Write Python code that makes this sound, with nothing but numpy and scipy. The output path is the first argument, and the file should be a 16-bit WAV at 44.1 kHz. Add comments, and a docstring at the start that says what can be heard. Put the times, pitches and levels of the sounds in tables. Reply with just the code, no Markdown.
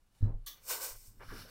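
"""A low bump, a sharp scuff, two swishes, then a duller rub with soft knocks: an iron works over cloth on a
padded table in a quiet room. Its weight rings the table top and squashes the padding; the edge of its sole
catches the cloth. As it turns and is pushed along, threads snap free of the sole in a dense crackle over hiss,
coloured by evenly spaced peaks about 500 Hz apart."""
import sys
import numpy as np
from scipy import signal
from scipy.fft import rfft, irfft
from scipy.io import wavfile

SR = 44100
rng = np.random.default_rng(int(sys.argv[2]) if len(sys.argv) > 2 else 0)


def unload_wav(signal):
    """Save mono or channel-first audio to the path in sys.argv[1] as 16-bit WAV at rate SR, clipped to [-1, 1]."""
    wavfile.write(
        sys.argv[1],
        SR,
        np.round(np.clip(np.atleast_2d(signal).T, -1, 1) * 32767).astype(np.int16),
    )


N = 66150


def swish(gain_db=-.5):
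    """Fast light strokes: the weave hisses and rasps, coloured by evenly spaced peaks about 500 Hz apart."""
    # Each row: time in seconds, then relative hiss, body and rasp levels in dB.
    strokes = [(0.58, -97, -71.5, -71), (0.602, -75.5, -75.5, -77), (0.658, -56, -68, -73),
               (0.7, -36.5, -47.5, -48.5), (0.716, -36.5, -42, -45), (0.734, -39, -45.5, -45.5),
               (0.796, -50, -52, -63), (0.82, -39.5, -49.5, -55), (0.84, -39.5, -47.5, -51),
               (0.918, -51, -56.5, -63.5), (0.938, -55, -66, -68), (0.96, -58, -63.5, -70.5),
               (0.988, -60, -84, -74.5), (1.046, -62.5, -75, -77), (1.064, -58, -74.5, -76.5),
               (1.136, -73.5, -83, -86.5), (1.19, -74.5, -84, -84)]
    # Each row: frequency in Hz, gain in dB.
    hiss_spectrum = [(3000, -17), (4400, -7.5), (5100, -1), (6500, -2.5), (8000, 0.5), (9200, -2.5),
                     (10200, -7.5), (11800, -1.5), (13300, -2.5), (14500, 1.5), (16000, -6.5)]
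    body_spectrum = [(150, -30), (280, -13.5), (420, -3.5), (700, -3.5), (1100, -3.5), (1650, -8.5),
                     (2200, -30)]
    rasp_spectrum = [(1400, -19.5), (1900, -3), (2600, -2), (3000, -4.5), (3900, -5.5), (4400, -2),
                     (5200, -15.5)]
    # Each row: centre in Hz, width in Hz, lift in dB.
    comb_rings = [(510, 120, 8), (1030, 170, 8), (1520, 110, 11), (2020, 120, 4), (2520, 150, 3)]
    hiss = colour(friction(), hiss_spectrum) * curve(strokes, column=1)
    body = colour(friction(), body_spectrum, comb_rings) * curve(strokes, column=2)
    rasp = colour(friction(), rasp_spectrum, comb_rings) * curve(strokes, column=3)
    return undb(gain_db) * (hiss + body + rasp)


def scuff():
    """The sole's edge catches the cloth: a tick and a bright ringing scrape."""
    # Each row: start in seconds, level in dB, attack and t60 in seconds.
    ticks = [(.4618, -48.5, .001, .04)]
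    scrapes = [(.4625, -43, .007, .24)]
    # Each row: frequency in Hz, gain in dB.
    tick_spectrum = [(2200, -31), (2700, -12), (3500, -7), (4350, 6), (5000, -14), (9000, -1), (13000, -2),
                     (16000, -6)]
    scrape_spectrum = [(180, -55), (300, -17.5), (572, -18), (864, -22.5), (1180, -3), (1400, -21.5),
                       (1790, -4), (2220, -14.5), (2370, -17), (2890, -12.5), (3350, -1.5), (5070, -11),
                       (6180, -3), (7050, -12), (9660, -15.5), (13400, -6), (15600, -4.5)]
    # Each row: centre in Hz, width in Hz, lift in dB.
    scrape_rings = [(1167, 35, 8.2), (3380, 390, 7.2), (4440, 180, 3.7), (12900, 900, 3)]
    tick = colour(rng.standard_normal(N), tick_spectrum) * swells(ticks, hold_s=.0027)
    scrape = colour(friction(), scrape_spectrum, scrape_rings) * swells(scrapes, hold_s=.0079)
    return tick + scrape


def glide():
    """A long pressed stroke, with dull rubs as the iron rocks."""
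    # Each row: time in seconds, level in dB.
    stroke = [(1.2, -80), (1.235, -63.5), (1.27, -63), (1.32, -58.5), (1.39, -52.5), (1.43, -55),
              (1.47, -62), (1.5, -59.5)]
    # Each row: frequency in Hz, gain in dB.
    spectrum = [(150, -2), (290, -4), (350, -17), (534, -9), (821, -9), (1530, -3.5), (1950, -10),
                (3400, -10.5), (3800, -11), (5500, -8), (6600, -19), (11900, -13.5), (16000, -17)]
    # Each row: start in seconds, level in dB, attack and t60 in seconds, centre in Hz, width in octaves.
    rubs = [(1.193, -52, 0.023, 0.14, 1070, 0.61), (1.196, -54.5, 0.016, 0.11, 420, .3),
            (1.281, -55, 0.0094, 0.14, 1500, 0.19), (1.301, -51, 0.0033, 0.33, 1340, 0.33),
            (1.318, -50, 0.0031, 0.19, 306, 0.49), (1.438, -62, 0.0079, 0.6, 514, 0.18),
            (1.45, -69, 0.016, 0.16, 1520, 0.11)]
    out = colour(friction(), spectrum, rings=[(1500, 520, 3.2), (5360, 3600, 2.6)]) * curve(stroke)
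    for *event, hz, octaves in rubs:
        band = [(hz * 2 ** (k * octaves), -3 * k * k) for k in range(-2, 3)]
        out += colour(friction(), band) * swells([event], hold_s=.012)
    return out


def bumps():
    """The iron's weight comes down in soft pushes that ring the table top."""
    # Each row: frequency in Hz, gain in dB, t60 in seconds.
    modes = [(28.15, 0.5, 0.36), (42, -8, 0.29), (103.53, 5, 0.23), (74, -22.5, .15), (145.8, -19, 0.45),
             (234, -12, 0.24), (277, -2.5, 0.071), (330, -4, .08), (386, -22.5, .15), (440, -39, .15)]
    # Each row: start in seconds, impulse in dB, contact time in seconds.
    pushes = [(0.207, -40, 0.005), (0.2262, -22.5, 0.005), (.335, -32, 0.015), (0.904, -47, 0.023),
              (0.928, -57, 0.0083), (0.954, -49, 0.021), (1.076, -52, 0.0089), (1.179, -52, 0.011),
              (1.281, -41, 0.018), (1.32, -47.5, 0.0043), (1.441, -63.5, 0.002)]
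    t = clock()
    ring = sum(undb(db - 60 * t / t60_s) * np.sin(2 * np.pi * hz * t) for hz, db, t60_s in modes)
    force = np.zeros(N)
    for start_s, db, contact_s in pushes:
        pulse = np.sin(np.pi * np.clip((t - start_s) / contact_s, 0, 1)) ** 2
        force += undb(db) * pulse / pulse.sum()
    return signal.fftconvolve(force, ring)[:N]


def padding():
    """The padding crunches under the landing."""
    # Each row: start in seconds, level in dB, attack and t60 in seconds.
    landing = [(0.21, -55, 0.023, 0.22), (0.243, -47.5, .03, 0.22)]
    # Each row: frequency in Hz, gain in dB.
    spectrum = [(120, -2.5), (230, -6), (330, -14.5), (450, -12.5), (600, -18), (880, -21), (1300, -32),
                (1700, -40), (2200, -45), (4000, -61), (6000, -77.5)]
    return colour(friction(), spectrum) * swells(landing, hold_s=.029)


def tremble():
    """The table trembles under the moving iron."""
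    # Each row: time in seconds, level in dB.
    levels = [(0, -90), (.45, -73), (.8, -78), (.93, -74), (1.02, -74.5), (1.15, -66.5), (1.36, -54.5),
              (1.5, -63.5)]
    # Each row: frequency in Hz, gain in dB.
    spectrum = [(18, -16.5), (30, -13), (60, -12.5), (85, -9), (103, -2.5), (130, -15.5), (250, -16),
                (600, -34)]
    return colour(rng.standard_normal(N), spectrum) * curve(levels)


def rattle():
    """The iron's shell rattles faintly on touchdown."""
    # Each row: start in seconds, level in dB, attack and t60 in seconds.
    touchdown = [(.2105, -68.5, .004, 0.27)]
    # Each row: frequency in Hz, gain in dB.
    spectrum = [(900, -19.5), (1300, -1), (1800, -9), (2300, -22.5), (4000, -13), (6000, -27.5)]
    # Each row: centre in Hz, width in Hz, lift in dB.
    shell_rings = [(1310, 120, 6.5), (1709, 190, 15), (3970, 200, 14.5)]
    return colour(friction(), spectrum, shell_rings) * swells(touchdown, hold_s=.03)


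def brush():
    """Faint brushing while the iron is carried."""
    # Each row: time in seconds, level in dB.
    levels = [(0, -85), (.1, -83.5), (.17, -74.5), (.23, -74), (.28, -83.5), (.33, -90), (.44, -82.5),
              (.56, -75), (.6, -84)]
    # Each row: frequency in Hz, gain in dB.
    spectrum = [(200, -17), (750, -2.5), (2000, -9), (4000, -8), (9000, -11), (16000, -17)]
    return colour(friction(), spectrum) * curve(levels)


def friction(threads_per_s=5000, spread_db=2.5, snap_share=.33, judder_db=.76, judder_per_s=90):
    """Threads snap free of the sole in a dense crackle over smooth hiss; the grip judders."""
    snaps = (rng.random(N) < threads_per_s / SR) * rng.standard_normal(N)
    snaps *= undb(spread_db * rng.standard_normal(N))
    grip = np.interp(clock() * judder_per_s, np.arange(1000), rng.standard_normal(1000))
    hiss = np.sqrt(1 - snap_share) * rng.standard_normal(N)
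    return (np.sqrt(snap_share) * unit(snaps) + hiss) * undb(judder_db * grip)


def room(x, near_db=-4.5, near_above_hz=2600, near_decay_s=.003, tail_db=-14.5, tail_t60_s=.25):
    """Treble scatters off the iron and things on the table; the walls add a short diffuse tail."""
    t = clock()
    scatter = rng.standard_normal(N) * np.exp(-t / near_decay_s) * (t > .0012)
    near = signal.sosfilt(signal.butter(2, near_above_hz, "high", fs=SR, output="sos"), scatter)
    tail = rng.standard_normal(N) * undb(-60 * t / tail_t60_s) * (t > .005)
    echoes = undb(near_db) * near / np.linalg.norm(near) + undb(tail_db) * tail / np.linalg.norm(tail)
    return x + signal.fftconvolve(x, echoes)[:N]


def air(level_db=-66.5):
    """Steady, faint room rumble."""
    # Each row: frequency in Hz, gain in dB.
    spectrum = [(12, -38.5), (20, 2.5), (38, -13), (74, -18), (177, -26.5), (459, -37.5), (1290, -38.5),
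                (2140, -45.5), (5530, -53.5), (13200, -52), (16000, -63)]
    return undb(level_db) * colour(rng.standard_normal(N), spectrum)


def colour(x, spectrum, rings=()):
    """Apply a spectrum with 24 dB/octave skirts and resonant lifts; rms 1."""
    hz, gain_db = np.array(spectrum).T
    bins_hz = np.maximum(np.arange(N // 2 + 1) * SR / N, 1)
    db = np.interp(np.log(bins_hz), np.log(hz), gain_db)
    db -= 24 * (np.maximum(np.log2(hz[0] / bins_hz), 0) + np.maximum(np.log2(bins_hz / hz[-1]), 0))
    for centre_hz, width_hz, lift_db in rings:
        db += lift_db / (1 + (2 * (bins_hz - centre_hz) / width_hz) ** 2)
    return unit(irfft(rfft(x) * undb(db), N))


def curve(levels, column=1):
    """Gain from a level curve; falls 130 dB/s beyond its ends."""
    rows, t = np.array(levels), clock()
    outside_s = np.maximum(rows[0, 0] - t, 0) + np.maximum(t - rows[-1, 0], 0)
    return undb(np.interp(t, rows[:, 0], rows[:, column]) - 130 * outside_s)


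def swells(events, hold_s):
    """Summed envelopes: linear attack, hold, exponential release."""
    gain = np.zeros(N)
    for start_s, db, attack_s, t60_s in events:
        age_s = clock() - start_s
        release_db = 60 * np.maximum(age_s - attack_s - hold_s, 0) / t60_s
        gain += np.clip(age_s / attack_s, 0, 1) * undb(db - release_db)
    return gain


def undb(db):
    return 10 ** (np.asarray(db) / 20)


def unit(x):
    return x / np.sqrt(np.mean(x ** 2))


def clock():
    return np.arange(N) / SR


def scene():
    """Mono mix; only the iron and cloth get room echoes."""
    background = air()
    table = bumps() + padding() + tremble()
    iron = rattle() + scuff() + swish() + brush() + glide()
    return (table + room(iron) + background)[None]


def record(dry):
    """Steep low-pass at 15.8 kHz."""
    return signal.sosfilt(signal.ellip(10, .2, 80, 15800, fs=SR, output="sos"), dry)


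dry = scene()
out = record(dry)
unload_wav(out)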